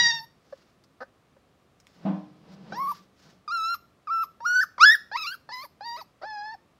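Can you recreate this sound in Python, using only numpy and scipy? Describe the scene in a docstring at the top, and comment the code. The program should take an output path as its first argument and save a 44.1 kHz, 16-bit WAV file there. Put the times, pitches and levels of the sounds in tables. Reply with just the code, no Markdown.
"""A puppy on a concrete porch yelps over a dying hum and quiet outdoor air; the walls answer faintly.
It grunts, its paws scuff and its claws tick. At two seconds a wooden door is bumped, rings in its
modes and rumbles as it drags. As the rumble fades, nine high calls begin: four whines, a loud yelp,
a warbling yelp and three more whines, the last with a grunt. The vocal folds give a near-pure tone
that brightens under strain, carries a thin whistle and now and then cracks by period doubling."""
import sys
import numpy as np
from scipy import signal
from scipy.fft import rfft, irfft
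from scipy.io import wavfile
from scipy.ndimage import uniform_filter1d

SR = 44100
rng = np.random.default_rng(int(sys.argv[2]) if len(sys.argv) > 2 else 0)


def log_audio(samples):
    """Write samples as a 16-bit WAV file to the path given in sys.argv[1]."""
    # one column per channel
    frames = np.atleast_2d(samples).T
    # limit to full scale, then quantise
    limited = np.clip(frames, -1, 1)
    pcm = np.round(limited * 32767).astype(np.int16)
    wavfile.write(sys.argv[1], SR, pcm)


N = 299420
T = np.arange(N) / SR
CUTOFF_HZ = 15750

# vocal tract response, mouth nearly shut and wide open: frequency_hz, gain_db
MOUTH_SHUT = [(2000, 4), (2700, -0.5), (3400, -14), (4200, -4), (5150, 11.5), (5900, -5.5), (7000, -14),
              (8150, -17), (9200, -31.5), (10700, -18), (12000, -28), (15000, -35.5)]
MOUTH_OPEN = [(2000, 1), (2850, -16.5), (3400, -4), (3850, 1.5), (4300, -5), (4750, -2), (5600, -4),
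              (6600, -16.5), (9000, -41.5), (15000, -52)]
# spectrum of friction on concrete: frequency_hz, gain_db
FRICTION_SPECTRUM = [(500, -10.5), (1300, 6), (2400, -1), (4900, 2), (6500, -4.5), (9000, -19.5),
                     (15000, -18.5)]


def from_db(db):
    """Decibels to amplitude ratio."""
    return 10 ** (np.asarray(db) / 20)


def unit_rms(x):
    """Normalisation to unit rms."""
    return x / np.sqrt(np.mean(x ** 2) + 1e-20)


def gain_at(spectrum, hz):
    """Gain of a (frequency_hz, gain_db) spectrum, interpolated on logarithmic axes."""
    frequency_hz, gain_db = np.transpose(spectrum)
    return from_db(np.interp(np.log(np.maximum(hz, 1)), np.log(frequency_hz), gain_db))


def colour(x, spectrum, size=4096):
    """Minimum-phase filtering: folding the cepstrum makes the response causal."""
    cepstrum = irfft(np.log(gain_at(spectrum, np.arange(size // 2 + 1) * SR / size)))
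    cepstrum[1:size // 2] *= 2
    cepstrum[size // 2 + 1:] = 0
    return signal.fftconvolve(x, irfft(np.exp(rfft(cepstrum))))[:len(x)]


def noise(spectrum, size=N):
    """Spectrally shaped Gaussian noise of unit rms."""
    return unit_rms(colour(rng.standard_normal(size), spectrum))


def wander(rate_hz, size):
    """Low-passed noise: a smooth random fluctuation of unit rms."""
    pole = np.exp(-2 * np.pi * rate_hz / SR)
    white = rng.standard_normal(size + SR // 10)
    return unit_rms(signal.lfilter([1], [1, -2 * pole, pole * pole], white)[-size:])


def resonate(x, hz, width_hz):
    """A second-order resonator with unit peak gain."""
    radius = np.exp(-np.pi * width_hz / SR)
    feedback = [1, -2 * radius * np.cos(2 * np.pi * hz / SR), radius ** 2]
    return signal.lfilter(np.array([1, 0, -1]) * (1 - radius ** 2) / 2, feedback, x)


def gate(t, start, end, edge_s):
    """A time window with raised-cosine edges."""
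    return np.sin(np.pi / 2 * np.clip(np.minimum(t - start, end - t) / edge_s + .5, 0, 1)) ** 2


def add(out, start_s, x):
    """Superposition of a short sound at a given time."""
    i = max(round(start_s * SR), 0)
    out[i:i + len(x)] += x[:N - i]


def overtone_gains(pitch_hz, opening, throat_ratio, octave_db, knee_order=5.3, fall_db_per_order=2):
    """Source-filter model: the tract weights harmonics 2-16 of the folds; their total power is one."""
    orders = np.arange(2, 17)[:, None]
    hz = orders * pitch_hz
    tract_hz = hz * throat_ratio   # a longer throat lowers all its resonances
    gains = gain_at(MOUTH_OPEN, tract_hz) ** opening * gain_at(MOUTH_SHUT, tract_hz) ** (1 - opening)
    gains *= from_db(-fall_db_per_order * np.maximum(orders - knee_order, 0)) * (hz < CUTOFF_HZ)
    gains[0] *= from_db(octave_db)
    return gains / np.linalg.norm(gains, axis=0)


def whistle(progress, fold_phase, hoarse_db, jet_db=-12):
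    """A jet tone, phase-modulated into sidebands by the folds; part of the jet breaks up into hiss."""
    # pitch arch over a call: share_of_call, pitch_hz
    arch = [(0, 11500), (.3, 13230), (1, 12510)]
    size = len(progress)
    hz = np.interp(progress, *np.transpose(arch))
    hz *= 1 + .008 * wander(25, size) + (.003 + .07 * from_db(hoarse_db)) * wander(400, size)
    tone = np.sin(2 * np.pi * np.cumsum(hz) / SR + 1.8 * np.sin(fold_phase))
    tone *= from_db(2 * wander(30, size))
    jet = unit_rms(resonate(rng.standard_normal(size), 12500, width_hz=3300))
    return tone + from_db(jet_db) * jet


def squeak(from_end_s, end_hz=13040, fall_hz_per_s=19000):
    """A falling chirp: the whistle runs free as a call ends."""
    hz = (end_hz - fall_hz_per_s * from_end_s) * (1 + .028 * wander(460, len(from_end_s)))
    return np.sin(2 * np.pi * np.cumsum(hz) / SR)


def cry(contour, opening, throat_ratio, octave_db, quiver, hoarse_db, whistle_db, squeak_db,
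        rasp_db=-5, hiss_db=2, puff_db=-8.5, whistle_swell_db=9, squeak_s=.0098):
    """Phonation: vibrating folds give harmonics and pulse the airflow. Returns start time and sound."""
    # voice cracks: centre_s, half_width_s, depth_ratio
    cracks = [(2.735, 0.0438, 0.21), (4.611, 0.0064, 0.01), (4.838, .015, 0), (5.643, 0.00644, 0.68),
              (5.989, 0.01434, 0.89), (6.236, 0.0086, 0.26)]
    times, *columns = np.transpose(contour)
    start, end = times[0], times[-1]
    t = T[(T > start - .005) & (T < end + .04)]
    size = len(t)
    pitch_hz, level_db, overtones_db = [np.interp(t, times, column) for column in columns]
    pitch_hz = uniform_filter1d(pitch_hz, size=400)   # muscles round off the turns
    closing = np.exp(-((t - end + squeak_s / 2) / squeak_s) ** 2)
    crack = sum(depth * np.exp(-((t - centre) / half) ** 2) for centre, half, depth in cracks)
    # fast jitter grows with hoarseness, in a crack and as the folds let go
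    jitter = .09 * from_db(hoarse_db) + .011 * (crack + closing)
    detuning = quiver * wander(46, size) + jitter * wander(250, size)
    phase = 2 * np.pi * np.cumsum(pitch_hz * (1 + detuning)) / SR
    gains = overtone_gains(pitch_hz, opening, throat_ratio, octave_db) * from_db(overtones_db - level_db)
    voice = np.sin(phase)
    for order, gain in enumerate(gains, 2):
        flutter_db = np.sqrt(order) * wander(35, size)
        voice += gain * from_db(flutter_db) * np.sin(order * phase)
    # period doubling: strong and weak cycles alternate in a crack
    voice += crack * (np.sin(phase / 2) + np.sin(1.5 * phase) / 2)
    # turbulence broadens every harmonic and hisses in the mouth
    voice *= 1 + (from_db(hoarse_db + rasp_db) + .36 * crack) * wander(450, size)
    mouth = MOUTH_OPEN if opening > .5 else MOUTH_SHUT
    hiss = noise([(500, -20), *mouth], size) * (1 + np.cos(phase))
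    voice += from_db(hoarse_db + hiss_db) * np.linalg.norm(gains[1:], axis=0) * hiss
    voice *= from_db(level_db) * gate(t, start, np.inf, edge_s=.0022) * gate(t, -np.inf, end, edge_s=.012)
    progress = (t - start) / (end - start)
    swell = from_db(whistle_db + whistle_swell_db * (progress - .5))
    voice += swell * whistle(progress, phase, hoarse_db) * gate(t, start + .045, end, edge_s=.03)
    voice += from_db(squeak_db) * closing * (squeak(t - end) + from_db(puff_db) * hiss)
    return t[0], np.sqrt(2) * voice


def grunt(length_s, level_db, pitch_hz, mouth_hz, jitter=.072, breath=.072):
    """Impulse excitation: a few uneven glottal pulses ring the throat and mouth resonances."""
    # throat response: frequency_hz, gain_db
    throat = [(120, -27), (220, -3), (350, -17.5), (540, 7.5), (750, -1.5), (1000, -4.5), (1750, -6),
              (2200, -24.5), (3200, -29.5), (4700, -21.5), (5700, -28), (7500, -49.5)]
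    t = T[:SR // 12]
    cycles = np.cumsum(pitch_hz * (1 + jitter * wander(220, len(t)))) / SR
    pulses = np.diff(np.ceil(cycles), prepend=0) + breath * rng.standard_normal(len(t))
    sound = colour(pulses * gate(t, 0, length_s, edge_s=.003), throat)
    sound = .46 * sound + resonate(sound, mouth_hz, width_hz=270)
    return from_db(level_db) * unit_rms(sound) * np.sqrt(length_s / t[-1])


def puppy(catch_s=.0044, catch_hz=1300):
    """All calls and grunts; a glottal transient opens each call as the folds snap apart."""
    # yelp contours: time_s, pitch_hz, fundamental_db, overtones_db
    fading_yelp = [(0.0, 946.7, -35, -15), (0.02, 956.6, -42.5, -19.5), (0.062, 929.9, -42, -17),
                   (0.09, 945.9, -39, -22.5), (0.116, 901.7, -42.5, -25), (0.133, 931.8, -38, -29),
                   (0.19, 906.3, -47.5, -37), (0.212, 898, -40, -56), (0.25, 915.3, -53.5, -52.5)]
    loud_yelp = [(4.781, 1196, -34.5, -46.5), (4.789, 898.7, -43, -52.5), (4.812, 1215, -14.5, -22),
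                 (4.839, 1434, -6.5, -18), (4.852, 1582, -12.5, -29), (4.856, 1704, -13, -22),
                 (4.889, 1701, -12, -20), (4.936, 1926, -18.5, -31.5), (4.953, 1660, -20.5, -43.5),
                 (4.958, 1304, -50.5, -52)]
    warbling_yelp = [(5.115, 795, -48, -40.5), (5.16, 989.7, -25, -34), (5.177, 1357, -39.5, -35.5),
                     (5.202, 1265, -37.5, -39), (5.224, 1306, -43.5, -33.5), (5.254, 1113, -36, -39.5),
                     (5.274, 1386, -38, -33.5), (5.3, 1413, -39.5, -39.5), (5.335, 1639, -36, -49),
                     (5.352, 1280, -40.5, -62.5)]
    # short grunts: start_s, length_s, level_db, pitch_hz, mouth_hz
    grunts = [(0.525, 0.00924, -36, 579.8, 543), (1.005, 0.0286, -38, 254.9, 1548),
              (1.365, 0.00635, -55, 588, 640.6), (6.215, 0.0339, -40, 615.3, 748)]
    # whine gestures: start_s, length_s, low_s, scoop_s, flick_s, onset_hz, low_hz, early_hz, middle_hz,
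    # late_hz, flick_hz, onset_db, held_db, onset_overtones_db, overtones_db, swell_db
    whines = [(2.722, 0.2026, .034, .046, 0.0089, 732.7, 884.6, 1055, 1123, 1133, 1189, -42.5, -27, -45, -55, -8),
              (3.478, .275, .018, 0.028, 0.0074, 1254, 1153, 1396, 1300, 1377, 1383, -33, -28, -46.5, -41, 2),
              (4.072, 0.17126, 0.0211, 0.0188, 0.0071, 1299, 1124, 1347, 1339, 1319, 1347, -33, -25, -56, -52, 6.5),
              (4.404, .238, 0.0364, .021, 0.00262, 892.4, 958.4, 1424, 1467, 1501, 1810, -41, -21, -63.5, -40, 2),
              (5.490, 0.1725, .018, 0.021, 0.0092, 897.5, 851, 1006, 1009, 1052, 1210, -41.5, -41.5, -48, -42.5, -6),
              (5.808, 0.2181, 0.0123, 0.0402, 0.0251, 803, 818.5, 947, 937.6, 961.5, 1292, -42, -39.5, -53.5, -42.5, -4),
              (6.221, 0.3324, 0.019, 0.03, 0.0055, 631.6, 772.5, 875.9, 821.7, 876.6, 919, -41, -37.5, -46, -44.5, -2)]
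    # voice quality of each call in order of time: catch_db, opening_share, throat_ratio, octave_db,
    # quiver_share, hoarse_db, whistle_db, squeak_db
    qualities = [(-86, 0.95, 1.01, 3, .004, -28, -68, -68),
                 (-31.5, 0.53, 0.989, 6.5, 0.0187, -31.5, -58.5, -55.5),
                 (-53.5, 0.07, 1.0993, 1, .004, -34.5, -65, -45),
                 (-43, 0.4, 1.028, 9.5, .003, -34.5, -67, -47.5),
                 (-45.5, 0.4, 0.97, -3.5, 0.0071, -33.5, -60, -50.5),
                 (-33.5, 0.7, 1.0507, 5.5, 0.0024, -34, -50, -53.5),
                 (-41, 0.44, 1.109, 10.5, 0.0087, -25, -59.5, -60),
                 (-40.5, 0.17, 1.108, 4, 0.0058, -21.5, -63.5, -82.5),
                 (-42.5, 0.2, 1.129, 2.5, 0.0027, -32, -70, -59),
                 (-53, 0.3, 1.063, 10.5, .005, -29.5, -104.5, -80)]
    contours = [fading_yelp, loud_yelp, warbling_yelp] + [whine(*row) for row in whines]
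    contours.sort(key=lambda contour: contour[0][0])
    out = np.zeros(N)
    for contour, (catch_db, *quality) in zip(contours, qualities):
        start_s, pitch_hz = contour[0][:2]
        add(out, *cry(contour, *quality))
        add(out, start_s, grunt(catch_s, catch_db, pitch_hz, catch_hz))
    for start_s, *shape in grunts:
        add(out, start_s, grunt(*shape))
    return out


def low_hum(level_db=-41, hum_hz=145, t60_s=.61):
    """Narrow-band noise, heard as a dull hum, decays exponentially under the first yelp."""
    band = resonate(rng.standard_normal(N), hum_hz, width_hz=40)
    hum = resonate(band, hum_hz, width_hz=54)
    return unit_rms(hum) * from_db(level_db - 60 * T / t60_s)


def outdoor_air(level_db=-64):
    """Stationary ambient noise, strongest at low frequencies."""
    # background spectrum: frequency_hz, gain_db
    spectrum = [(32, -27), (55, -5), (145, -2.5), (738, -11), (870, -16.5), (1180, -11.5), (1460, -18.5),
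                (2290, -21), (3670, -24.5), (15500, -41)]
    return from_db(level_db) * noise(spectrum)


def porch(x, early_db=-14, early_t60_s=.053, late_db=-26.5, late_t60_s=.36):
    """Reverberation: early reflections from floor and door, then a faint diffuse tail from the walls."""
    # spectrum of the reflections: frequency_hz, gain_db
    walls = [(150, -16.5), (1200, 3.5), (3400, 3.5), (5200, 9.5), (12000, 8)]
    t = T[:SR]
    early = rng.standard_normal(SR) * from_db(-60 * t / early_t60_s) * (t > .004)
    late = rng.standard_normal(SR) * from_db(-60 * t / late_t60_s) * (t > .012)
    echoes = (from_db(early_db) * unit_rms(early) + from_db(late_db) * unit_rms(late)) / np.sqrt(SR)
    return x + signal.fftconvolve(x, colour(echoes, walls))[:N]


def paw_scuffs(grit_db=2):
    """Sliding friction: paws rub the concrete, and grit makes the noise uneven."""
    # paw strokes: centre_s, half_width_s, level_db
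    strokes = [(0.58, 0.156, -70), (1.947, 0.093, -68.5), (2.533, 0.018, -62), (2.93, 0.0847, -57.5),
               (3.257, 0.0845, -62.5)]
    envelope = sum(from_db(db) * np.exp(-((T - centre) / half) ** 2) for centre, half, db in strokes)
    return envelope * noise(FRICTION_SPECTRUM) * from_db(grit_db * wander(60, N))


def claw_ticks(grit=.32):
    """Damped impacts: each claw on the concrete gives a brief resonance and a gritty scratch."""
    # claw strikes: start_s, level_db, ring_hz, decay_s
    strikes = [(0.838, -57.5, 4500, 0.0052), (1.801, -50, 5200, 0.00235), (1.869, -42.5, 2240, 0.00107)]
    out, t = np.zeros(N), T[:SR // 20]
    for start_s, level_db, ring_hz, decay_s in strikes:
        scratch = rng.standard_normal(len(t))
        tick = resonate(scratch, ring_hz, width_hz=680) + grit * colour(scratch, FRICTION_SPECTRUM)
        add(out, start_s, from_db(level_db) * unit_rms(tick) * np.exp(-t / decay_s))
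    return out


def door_bumps(rattle_db=-4.5, rattle_t60_s=.335, rise_s=.0124):
    """Modal vibration: blows ring the wooden panel and shake its loose boards."""
    # panel modes: frequency_hz, gain_db, t60_s
    modes = [(173.7, -1, 0.355), (195.23, 7.5, 0.2466), (304.2, -9.5, 0.547), (423, -34.5, 0.13),
             (620, -25.5, 0.29), (641.7, -5.5, 0.317), (950, -33, 0.16), (1047, -20.5, 0.46),
             (1250, -25, 0.32)]
    # a hit and its chatter: start_s, gain_db
    blows = [(2.050, -22.5), (2.066, -35.5), (2.096, -32), (2.138, -36.5)]
    # spectrum of the loose boards: frequency_hz, gain_db
    rattle = [(80, -32), (170, -2.5), (250, 9.5), (400, -8), (700, 5), (1200, -10.5), (2000, -21.5),
              (3500, -27), (12000, -77.5)]
    out, t = np.zeros(N), T[:SR]
    panel = sum(from_db(db - 60 * t / t60_s) * np.sin(2 * np.pi * hz * t) for hz, db, t60_s in modes)
    for start_s, gain_db in blows:
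        boards = noise(rattle, SR) * from_db(rattle_db - 60 * t / rattle_t60_s)
        add(out, start_s, from_db(gain_db) * (panel + boards) * (1 - np.exp(-t / rise_s)))
    return out


def door_drag():
    """Friction on the sill: the rumble follows each shove, and overlapping shoves add in power."""
    # shoves on the door: peak_s, peak_db, rise_s, fall_s
    shoves = [(2.04, -47, 0.0476, 0.27), (2.49, -48, 0.047, 0.12), (2.731, -42, 0.1016, 0.1116),
              (3.27, -55, 0.0385, 0.09)]
    # rumble spectrum: frequency_hz, gain_db
    rumble = [(60, -31.5), (120, -20), (155, -5), (190, 3.5), (240, -15.5), (310, -14.5), (650, -18),
              (2200, -33.5), (5000, -36.5), (12000, -73)]
    forces = [from_db(peak_db) * np.exp(np.minimum((T - peak_s) / rise_s, (peak_s - T) / fall_s))
              for peak_s, peak_db, rise_s, fall_s in shoves]
    return np.linalg.norm(forces, axis=0) * noise(rumble)


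def whine(start_s, length_s, low_s, scoop_s, flick_s, onset_hz, low_hz, early_hz, middle_hz, late_hz,
          flick_hz, onset_db, held_db, onset_overtones_db, overtones_db, swell_db,
          bloom_s=.007, flick_rise_s=.018, drop_s=.02, drop_ratio=.79, loss_db_per_octave=13.5):
    """Pitch and level modulation, as a contour for cry: low start, scoop, held note, flick up, drop."""
    end_s = start_s + length_s
    held_from = start_s + low_s + scoop_s
    held_to = end_s - drop_s - flick_s - flick_rise_s
    thin_db = loss_db_per_octave * np.log2(flick_hz / late_hz)   # the voice thins as it flicks up
    early_overtones_db, late_overtones_db = overtones_db - swell_db / 2, overtones_db + swell_db / 2
    flick_overtones_db = late_overtones_db - thin_db
    flick = (flick_hz, held_db - thin_db, flick_overtones_db)
    return [(start_s, onset_hz, onset_db, onset_overtones_db),
            (start_s + low_s, low_hz, onset_db, onset_overtones_db),
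            (held_from, early_hz, held_db, early_overtones_db - 2.5),
            (held_from + bloom_s, early_hz, held_db, early_overtones_db),   # the overtones bloom
            ((held_from + held_to) / 2, middle_hz, held_db, overtones_db),
            (held_to, late_hz, held_db, late_overtones_db),
            (held_to + flick_rise_s, *flick),
            (end_s - drop_s, *flick),
            (end_s - drop_s / 2, late_hz, held_db - .5, flick_overtones_db),   # back through the note
            (end_s, late_hz * drop_ratio, held_db - 7.5, flick_overtones_db - 26.5)]


def scene():
    """Superposition in mono: puppy, door and paws reverberate on the porch, over the hum and the air."""
    direct = puppy() + door_bumps() + door_drag() + paw_scuffs() + claw_ticks()
    return (porch(direct) + low_hum() + outdoor_air())[None]


def record(dry):
    """Band limiting: an elliptic low-pass filter cuts the top treble steeply."""
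    return signal.sosfilt(signal.ellip(12, .1, 90, CUTOFF_HZ, fs=SR, output="sos"), dry)


dry = scene()
out = record(dry)
log_audio(out)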